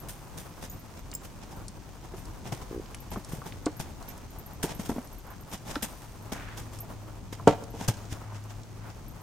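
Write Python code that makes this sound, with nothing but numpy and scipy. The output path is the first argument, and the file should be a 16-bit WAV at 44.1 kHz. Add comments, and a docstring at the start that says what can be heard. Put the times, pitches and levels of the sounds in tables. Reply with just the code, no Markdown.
"""Horse walking among poles

A ridden horse walks round a star of wooden poles in an outdoor arena of fine gravel.
Each step sets off a shower of random grains; filtered bursts snap, thuds are decaying tones with noise.
Hooves clop and a few clip a pole, one of them hard: these and the jingling bit, buckle and bridle rings
are sums of decaying modes. The saddle creaks once as a run of pulses, and dragged toes grind.
The trees behind return a soft echo of noise taps; sand, leaves, air and a far motor lie beneath."""
import sys
import numpy as np
from scipy import signal
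from scipy.fft import rfft, irfft, next_fast_len
from scipy.io import wavfile

SR = 44100
rng = np.random.default_rng(int(sys.argv[2]) if len(sys.argv) > 2 else 0)


def digitize_waveform(pressure):
    """Quantize a signal to 16-bit integers and store it at the path in sys.argv[1].

    Rows of a 2-D input are taken as channels; values are limited to [-1, 1].
    """
    field = np.atleast_2d(pressure).T
    bounded = np.clip(field, -1, 1)
    quanta = np.round(bounded * 32767).astype(np.int16)
    wavfile.write(sys.argv[1], SR, quanta)


N = 406602
TIME = np.arange(N) / SR
SIZE = next_fast_len(N, real=True)
BINS = np.fft.rfftfreq(SIZE, 1 / SR)

# relative spectrum of trickling sand: freq_hz, level_db
HISS_SPECTRUM = [(1200, -0.5), (2200, 2.5), (4000, -1), (6500, 1.5), (8700, -9), (10500, -40), (16000, -26)]
# relative spectrum of rustling sand and leaves: freq_hz, level_db
RUSTLE_SPECTRUM = [(200, -1.5), (450, -4), (950, -3.5), (1400, -9.5), (2200, -20), (4000, -26.5)]
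# relative spectrum of the finest sand: freq_hz, level_db
FINE_SPECTRUM = [(5000, -76), (8500, 6), (10500, 2), (14500, 4.5), (16000, -15.5)]
# change in level of the finest spray, which dulls as the horse turns away: time_s, level_db
SPRAY_LEVEL = [(0, 0), (2.2, 4), (3.3, 6.5), (4.7, -2), (5.9, 3), (6.9, -4.5), (7.9, -1), (8.1, -13)]
# modes of a bridle ring: freq_hz, level_db, t60_s (before the length factor of ring)
BRIDLE_MODES = [(12670, -1.5, 0.16), (13500, -6, .14), (13950, -20, .08), (8720, -8, 0.037)]
# level of a usual step, against which the others count as hard or light
USUAL_DB = -38.5


def amp(db):
    """Amplitude ratio: twenty decibels to each factor of ten."""
    return 10 ** (np.asarray(db) / 20)


def evened(x):
    """Power normalisation: scales to an rms of one."""
    return x / np.sqrt(np.mean(x ** 2) + 1e-20)


def read(points, hz):
    """Logarithmic frequency scale: joins (Hz, value) points along it."""
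    f, value = np.transpose(points)
    return np.interp(np.log(hz + 1), np.log(f + 1), value)


def along(curve):
    """Linear interpolation: joins (s, value) points over the whole scene."""
    return np.interp(TIME, *np.transpose(curve))


def add(mix, s, sound):
    """Superposition: mixes a sound in at time s."""
    part = mix[..., max(round(s * SR), 0):][..., :sound.shape[-1]]
    part += sound[..., :part.shape[-1]]


def drift(per_s):
    """Low-pass noise: a slow random fluctuation of rms one."""
    lowpass = np.exp(-(BINS / per_s) ** 2)
    return evened(irfft(rfft(rng.standard_normal(SIZE)) * lowpass, SIZE)[:N])


def coloured(drive, spectrum):
    """Coherence: filters two unrelated drives and shares them so the two ports are partly alike."""
    # left-right likeness of the ports: freq_hz, likeness (0-1)
    likeness = [(25, 0.45), (60, 0.65), (150, 0.76), (500, 0.57), (1000, 0.7), (2000, 0.39), (4000, 0.32),
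                (8000, 0.37), (14000, 0.21)]
    a, b = rfft(drive, SIZE)
    same = np.clip(read(likeness, BINS), 0, 1)
    mid, side = a * np.sqrt(1 + same), b * np.sqrt(1 - same)
    ports = np.array([mid + side, mid - side])
    return evened(irfft(ports * amp(read(spectrum, BINS)), SIZE)[:, :N])


def grains(per_s, spread_db):
    """Poisson-like impulses: random clicks of stones, most small, a few large."""
    size = amp(spread_db * np.minimum(rng.exponential(1, N), 4))
    struck = rng.random(N) < per_s / SR
    return rng.standard_normal((2, N)) * size * struck


def ring(modes, t, length=0.58):
    """Modal superposition: after one blow each mode decays; length multiplies every t60."""
    return sum(amp(db - 60 * t / (t60 * length)) * np.sin(2 * np.pi * hz * t)
               for hz, db, t60 in modes)


def swell(rise, t60):
    """Attack and decay: a straight rise, then an exponential fall."""
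    u = TIME[:SR]
    return np.minimum(u / max(rise, 1e-3), 1) * amp(-60 * np.maximum(u - rise, 0) / t60)


def background(rustle_db=-53.0, hiss_db=-60, fine_db=-72, rumble_db=4.0, gust_db=2.0,
               flicker_db=3.0, waver_hz=3.2, throb_db=3):
    """Filtered noise and frequency modulation: sand and leaves, rumbling air, a wavering far motor."""
    # relative spectrum of the rumbling air: freq_hz, level_db
    air_spectrum = [(10, -28), (25, -1), (33, -4.5), (41, 10), (50, -1.5), (100, 1), (190, -6), (300, -10),
                    (500, -20), (1000, -24), (3000, -72)]
    # low outdoor rumble before rumble_db and the gusts: time_s, level_db
    rumble_level = [(0.0, -51), (4.8, -49), (5.29, -53), (6.37, -49.5), (6.78, -49), (9.04, -50.5),
                    (9.22, -51.5)]
    # far motor before its throb: time_s, level_db (rms)
    motor_level = [(0, -78), (5.3, -66), (5.8, -50.5), (7.2, -47.5), (9.22, -48.5)]
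    # change in level of the steady rustle and hiss: time_s, level_db
    bed_level = [(0, 2), (1.6, 1), (3.2, 3), (5.3, 0.5), (6.6, 2), (7.2, 0.5), (9.22, 0.5)]
    motor_hz = 106.3  # centre of the wavering line

    rustle = coloured(grains(per_s=6000, spread_db=0.5), RUSTLE_SPECTRUM)
    rustle *= amp(rustle_db + flicker_db * drift(21))
    trickle = grains(per_s=20000, spread_db=4.5)
    hiss = coloured(trickle, HISS_SPECTRUM) * amp(hiss_db)
    hiss += coloured(trickle, FINE_SPECTRUM) * amp(fine_db)
    air = coloured(rng.standard_normal((2, N)), air_spectrum)
    air *= amp(along(rumble_level) + rumble_db + gust_db * drift(8.5))
    turns = np.cumsum(motor_hz + waver_hz * drift(4.75)) / SR
    motor_gain = np.sqrt(2) * amp(along(motor_level) + throb_db * drift(3.9))
    motor = motor_gain * np.sin(2 * np.pi * turns)
    return (rustle + hiss) * amp(along(bed_level)) + air + motor


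def tack(hits, modes, level_db, vary_db=4, detune=.004):
    """Modal excitation: small metal parts ring, each touch favouring other modes at each port."""
    out, t = np.zeros((2, N)), TIME[:SR // 3]
    onset = 1 - np.exp(-t / 0.00025)
    for s, db in hits:
        for port in out:
            touched = [(hz * (1 + detune * rng.standard_normal()),
                        mode_db + vary_db * rng.standard_normal(), t60)
                       for hz, mode_db, t60 in modes]
            add(port, s, amp(db + level_db) * ring(touched, t) * onset)
    return out


def jostling(count=130, quiet_db=-45.0, spread_db=4):
    """Random excitation: faint chance touches of the bridle rings as the head nods."""
    # how busily the bridle shakes: time_s, chance of a faint touch (0-1)
    shaking = [(0, .2), (2.6, .04), (3.1, .25), (5.3, .7), (5.6, .08), (8.9, .03), (9.2, .6)]
    place, luck, size = rng.random((count, 3)).T
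    s = (np.arange(count) + place) * N / SR / count
    touches = np.transpose([s, quiet_db + spread_db * (2 * size - 1)])
    happens = luck < np.interp(s, *np.transpose(shaking))
    return tack(touches[happens], BRIDLE_MODES, level_db=-5.0)


def footwork():
    """Contact timing: every touch of a hoof as (s, rise s, t60 s, crunch dB, fineness dB)."""
    # hooves landing in the gravel: start_s, crunch_db, fineness_db (of the footing)
    landings = [(0.083, -49.5, 11), (0.373, -49, 7), (2.163, -56.5, 2.5), (2.519, -46, -2),
                (3.112, -48, -2.5), (3.285, -54.5, -0.5), (3.318, -52.5, 2), (3.455, -53.5, -1),
                (4.075, -53, -1.5), (4.626, -38, 8), (4.79, -45.5, 4.5), (4.887, -49, 7), (5.822, -34.5, 5),
                (6.317, -42, 1.5), (6.569, -45.5, 5), (6.728, -53, 6.5), (7.47, -43.5, -17),
                (7.877, -33.5, 4.5)]
    # hooves pushing off through the gravel: start_s, length_s, crunch_db, fineness_db
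    drags = [(0.602, 0.05, -49.5, 2), (0.938, 0.055, -58.5, -4.5), (1.228, .025, -52.5, 4),
             (1.4, 0.032, -57.5, -6), (1.496, 0.031, -55, -1), (2.021, 0.029, -60, -4),
             (2.44, 0.037, -51.5, -5), (2.613, 0.0031, -53, -5), (3.793, 0.011, -41.5, 0.5),
             (4.644, 0.069, -47, -2), (4.836, 0.028, -50, 6), (5.498, 0.047, -45, 2),
             (5.646, 0.068, -46.5, -0.5), (5.73, 0.026, -48, -0.5), (7.323, 0.0096, -47, 3),
             (7.717, 0.13, -49.5, 0), (8.095, 0.034, -47.5, 10.5), (8.317, .049, -55, 4),
             (8.486, 0.024, -53, 6), (8.894, 0.0087, -55.5, 4)]
    land_rise_s, usual_t60_s, packing = 0.0062, 0.14, 0.37
    drag_t60_s = 0.1  # the crunch ends quickly once the hoof is clear
    steps = []
    for s, db, fineness in landings:
        # a harder landing packs the gravel and stops sooner
        t60 = usual_t60_s * amp(-packing * (db - USUAL_DB))
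        steps.append((s, land_rise_s, t60, db, fineness))
    return steps + [(s, length, drag_t60_s, db, fineness) for s, length, db, fineness in drags]


def gravel(crunch_db=3.5, scuff_db=4.0, fine_db=-5, clump_db=2):
    """Granular impact noise: a spray of fine sand, bright cracks and duller grinding at each hoof."""
    # relative spectrum of the bright cracks: freq_hz, level_db
    crunch_spectrum = [(700, -17), (1500, 6.5), (2400, 1), (3500, 4), (4300, -2.5), (5300, 4.5),
                       (7000, 3.5), (8700, -7), (10500, -21), (16000, -29)]
    # relative spectrum of the grinding beneath: freq_hz, level_db
    scuff_spectrum = [(60, 6), (180, 10), (400, 0), (850, 4), (1400, -10.5), (2100, -9.5), (3500, -15),
                      (8000, -25.5), (16000, -38)]
    step_scuff_db, scuff_per_fineness = 5.5, -0.87  # finer footing grinds less

    crunch, scuff, fine = np.zeros((3, N))  # powers, so that overlapping steps add as noise does
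    for s, rise, t60, db, fineness in footwork():
        push = amp(db) * swell(rise, t60)
        add(crunch, s, push ** 2)
        add(scuff, s, (push * amp(step_scuff_db + scuff_per_fineness * fineness)) ** 2)
        add(fine, s, (push * amp(fineness)) ** 2)
    clumps = amp(clump_db * drift(147))  # stones give way in bunches
    stones = grains(per_s=9000, spread_db=0.5)
    top = coloured(stones, crunch_spectrum) * np.sqrt(crunch) * amp(crunch_db)
    spray = coloured(stones, FINE_SPECTRUM) * np.sqrt(fine) * amp(fine_db + along(SPRAY_LEVEL))
    grinding = coloured(grains(per_s=3000, spread_db=3.0), scuff_spectrum)
    under = grinding * np.sqrt(scuff) * amp(scuff_db)
    return (top + spray + under) * clumps


def settling(hiss_db=2.5, rustle_db=4, fine_db=-5):
    """Granular relaxation: sand runs back into each print, more of it after a heavy step."""
    usual_flow_db, flow_per_db = -62, 0.58
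    flow_rise_s, flow_t60_s = 0.081, 1.77
    coarse, fine = np.zeros((2, N))  # powers
    for s, rise, _, db, fineness in footwork():
        flow = amp(usual_flow_db + flow_per_db * (db - USUAL_DB)) * swell(flow_rise_s, flow_t60_s)
        add(coarse, s + rise, flow ** 2)
        add(fine, s + rise, (flow * amp(fineness)) ** 2)
    sand = grains(per_s=18000, spread_db=5.5)
    body = coloured(sand, HISS_SPECTRUM) * amp(hiss_db)
    body += coloured(grains(per_s=6000, spread_db=2.0), RUSTLE_SPECTRUM) * amp(rustle_db)
    top = coloured(sand, FINE_SPECTRUM) * np.sqrt(fine) * amp(fine_db + along(SPRAY_LEVEL))
    return body * np.sqrt(coarse) + top


def woods(x, near_db=-19, near_t60=0.15, far_db=-25, far_t60=1.15):
    """Diffuse reflection: quick scatter from ground and fence, then a faint long echo from the trunks."""
    # relative echo colour: freq_hz, level_db
    echo_spectrum = [(100, -13), (300, 0), (700, 7), (1200, 4), (2500, 10), (8000, 5), (16000, -21.5)]
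    taps = coloured(grains(per_s=4400, spread_db=7.5), echo_spectrum)[:, :SR]
    t = TIME[:SR]
    near = amp(-60 * t / near_t60) * (t > .006)
    far = amp(-60 * t / far_t60) * np.minimum(t / 0.056, 1)
    envelope = amp(near_db) * evened(near) + amp(far_db) * evened(far)
    tail = taps * envelope / np.sqrt(SR)
    return signal.fftconvolve(x.mean(0)[None], tail, axes=1)[:, :N]


def buckle():
    """Modal ringing: a buckle pings."""
    # pings before the level_db below: start_s, level_db
    pings = [(.698, -36)]
    # modes of the buckle: freq_hz, level_db, t60_s (before the length factor of ring)
    buckle_modes = [(6750, -8, 0.065), (13940, -5, 0.4), (14600, -10, .2)]
    return tack(pings, buckle_modes, level_db=1.5)


def bridle_rings():
    """Modal ringing: the louder touches of the bridle rings."""
    # touches before the level_db below: start_s, level_db
    jingles = [(0.7946, -47), (3.0026, -43), (3.1048, -42), (4.0866, -41), (4.3859, -42), (4.462, -39),
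               (4.7481, -40), (5.3028, -45), (6.8044, -34), (9.0818, -41)]
    return tack(jingles, BRIDLE_MODES, level_db=-1)


def pebbles(count=14, quiet_db=-48, spread_db=2, low_hz=4000, high_hz=9000, within_s=0.38):
    """Random secondary impacts: stones kicked up shortly after chance steps, as (s, dB, centre Hz)."""
    steps = rng.choice([row[0] for row in footwork()], count)
    late, size, pitch = rng.random((count, 3)).T
    level_db = quiet_db + spread_db * (2 * size - 1)
    return list(zip(steps + within_s * late, level_db, low_hz + (high_hz - low_hz) * pitch))


def snaps(t60=0.025, spread=0.37):
    """Band-limited impact: a stone cracks against its neighbours in a short burst around one pitch."""
    # the larger stones snapping under a hoof: start_s, level_db, centre_hz
    large_stones = [(1.115, -40.5, 6370), (1.129, -41, 2250), (1.682, -36, 7140), (2.255, -44, 6800),
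                    (2.945, -38, 2240), (2.946, -35.5, 7650), (3.247, -39.5, 7140), (3.523, -41, 2880),
                    (3.6585, -28.5, 5960), (5.7558, -32.5, 4160), (6.484, -40, 1590), (6.788, -41.5, 7960),
                    (7.476, -27.5, 6170), (7.638, -43.5, 6700), (7.882, -26.5, 7600)]
    out, t = np.zeros((2, N)), TIME[:SR // 10]
    for s, db, hz in large_stones + pebbles():
        edges_hz = [hz * 0.58, min(hz * 1.4, SR * .45)]
        band = signal.butter(4, edges_hz, "bandpass", fs=SR, output="sos")
        mid, side = evened(signal.sosfilt(band, rng.standard_normal((2, len(t)))))
        burst = np.array([mid + spread * side, mid - spread * side])
        add(out, s, burst * amp(db - 60 * t / t60))
    return out


def bit():
    """Modal ringing: the bit clinks."""
    # clinks before the level_db below: start_s, level_db
    clinks = [(1.138, -43), (1.1505, -32)]
    # modes of the bit: freq_hz, level_db, t60_s (before the length factor of ring)
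    bit_modes = [(5210, -7, 0.052), (6950, -4, .03), (7450, 0.5, 0.062), (9670, -2, 0.042),
                 (15400, -2, .09)]
    return tack(clinks, bit_modes, level_db=2.5)


def clops():
    """Hollow-body resonance: the hoof rings briefly, lower when it lands flat."""
    # a hoof wall clacking on something hard: start_s, level_db, pitch (factor)
    clacks = [(1.527, -42, .6), (2.616, -39, .75), (3.117, -34, .6), (3.159, -31, .8), (3.418, -33, .85),
              (5.757, -22, 1.), (6.831, -41, .5), (7.398, -33.5, .75), (8.216, -39, .72), (8.322, -37, .68)]
    # modes of the hoof before pitch and length factors: freq_hz, level_db, t60_s
    hoof_modes = [(581, -9, .06), (894, -4, .04), (1370, 0, .055), (1530, -2, .045), (1712, -7, .045)]
    out, t = np.zeros(N), TIME[:SR // 6]
    onset = 1 - np.exp(-t / .0008)
    for s, db, pitch in clacks:
        # scaling time lowers the pitch and lengthens the ring together
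        add(out, s, amp(db) * ring(hoof_modes, t * pitch) * onset)
    return out


def thuds(loose=0.3, soft_s=0.00042, t60_s=0.059):
    """Damped oscillation: the ground swings a few times under the hoof and loose footing rattles."""
    # weight coming down on the packed base: start_s, level_db, pitch_hz
    footfalls = [(2.138, -31, 370), (2.529, -24.5, 131), (3.160, -30, 380), (3.171, -22, 203),
                 (3.334, -24, 151), (3.385, -30, 135), (3.459, -31.5, 171), (3.665, -14, 299),
                 (3.799, -26, 158), (4.639, -20, 167), (4.644, -25.5, 356), (4.795, -23.5, 195),
                 (4.894, -20.5, 256), (4.915, -21.5, 220), (4.962, -25.5, 277), (4.982, -22.5, 247),
                 (5.765, -24, 292), (5.825, -29, 228), (6.321, -27, 196), (7.881, -20.5, 83),
                 (7.8891, -12, 110), (8.124, -26, 104)]
    out, t = np.zeros(N), TIME[:SR // 4]
    onset = 1 - np.exp(-t / soft_s)
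    for s, db, hz in footfalls:
        band = signal.butter(2, [hz * 0.56, hz * 3], "bandpass", fs=SR, output="sos")
        rattle = evened(signal.sosfilt(band, rng.standard_normal(len(t))))
        swing = np.sin(2 * np.pi * hz * t)
        add(out, s, amp(db - 60 * t / t60_s) * onset * (swing + loose * rattle))
    return out


def saddle(leather_hz=370, width_s=0.0023, jitter_s=0.0019, count=6):
    """Stick-slip friction: leather slips in a run of dull pulses that grows louder."""
    start_s, slip_gap_s = 2.715, 0.017
    last_db, swell_db = -27, 2
    out, u = np.zeros(N), TIME[:SR // 50] - .01  # time about the centre of a pulse
    pulse = np.exp(-(u / width_s) ** 2) * np.cos(2 * np.pi * leather_hz * u)
    for k in range(count):
        s = start_s + k * slip_gap_s + jitter_s * rng.standard_normal()
        db = last_db - swell_db * (1 - k / (count - 1)) ** 2
        add(out, s + u[0], amp(db) * pulse)
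    return out


def poles(bounce_s=0.00424, bounce=0.25, chatter_db=-3, chatter_t60=.09, low_hz=125):
    """Struck-bar modes: a hoof hits the wood and rebounds once; the pole chatters on the gravel."""
    # hoof against a pole, and the pole rocking back: start_s, level_db, hardness_hz (cut-off), length (factor)
    knocks = [(3.664, -37.5, 600, 1), (4.64, -33, 785, 0.56), (4.895, -37, 900, 0.97),
              (7.4739, -12, 1110, 0.7), (7.624, -43.5, 700, .7), (7.74, -42, 694, 0.63),
              (7.813, -42, 1160, 0.3)]
    # modes of a pole before the length factor: freq_hz, level_db, t60_s
    pole_modes = [(150, -4, .06), (175, -3, .12), (226, -7, .1), (296, 1.5, .15), (414, -2, .11),
                  (458, 1, .14), (505, -4, .08), (562, -1, .15), (705, -5, .2), (762, -10, .14),
                  (824, -3, .07), (910, 0, .11), (1139, -9, .13), (1346, -4, .11), (1400, -7, .05),
                  (1717, -11, .08), (2420, -18, .07), (2907, -5, .1), (3150, -3, .06)]
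    out, t = np.zeros(N), TIME[:SR // 2]
    band = signal.butter(2, [280, 900], "bandpass", fs=SR, output="sos")
    for s, db, hard_hz, length in knocks:
        wood = ring(pole_modes, t, length)
        add(wood, bounce_s, bounce * ring(pole_modes, t, length / 2))
        chatter = evened(signal.sosfilt(band, rng.standard_normal(len(t))))
        wood += chatter * amp(chatter_db - 60 * t / (chatter_t60 * length))
        softened = signal.sosfilt(signal.butter(2, hard_hz, fs=SR, output="sos"), wood)
        add(out, s, amp(db) * softened)
    # a thin pole radiates little bass
    return signal.sosfilt(signal.butter(4, low_hz, "highpass", fs=SR, output="sos"), out)


def scrapes(rough_db=0.0):
    """Sliding friction: a dragged toe grinds over stones in a narrow band, swelling and fading."""
    # a toe dragged along the ground: start_s, length_s, level_db, centre_hz
    toe_drags = [(5.246, 0.12, -49.5, 885), (6.284, 0.31, -48, 1460), (8.184, 0.23, -52.5, 900),
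                 (8.781, 0.17, -52.5, 1010)]
    out = np.zeros((2, N))
    stones = grains(per_s=3500, spread_db=0.5) * amp(rough_db * drift(52))
    for s, length, db, hz in toe_drags:
        spectrum = [(hz / 4, -24), (hz / 2, -10), (hz, 0), (hz * 2, -10), (hz * 8, -40)]
        grind = coloured(stones, spectrum)
        stroke = signal.windows.tukey(round(length * SR), .5)
        add(out, s, amp(db) * stroke * grind[:, round(s * SR):][:, :len(stroke)])
    return out


def scene():
    """Superposition: the horse and its tack, their echo, and the open air."""
    hooves = gravel() + scrapes() + thuds() + poles() + clops() + snaps()
    ground = settling() + background()
    horse = hooves + saddle() + bit() + buckle() + bridle_rings()
    return horse + woods(horse) + ground + jostling()


def record(dry):
    """Transduction: two ports of different colour, soft saturation of the peaks, then a band limit."""
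    # difference in colour of the ports: freq_hz, left_minus_right_db
    lean = [(60, 3.5), (300, 0), (600, 0.5), (2000, -1), (4500, -1), (6300, -0.5), (8000, 2), (10000, 4),
            (13000, 1)]
    edge_hz = 15950
    lean_db = read(lean, BINS) * np.array([[.5], [-.5]])
    ports = irfft(rfft(dry, SIZE) * amp(lean_db), SIZE)[:, :N]
    ports = ports / (1 + ports ** 4) ** .25
    lowpass = signal.firwin(511, edge_hz, window=("kaiser", 9), fs=SR)
    return signal.oaconvolve(ports, lowpass[None], "same")


dry = scene()
out = record(dry)
digitize_waveform(out)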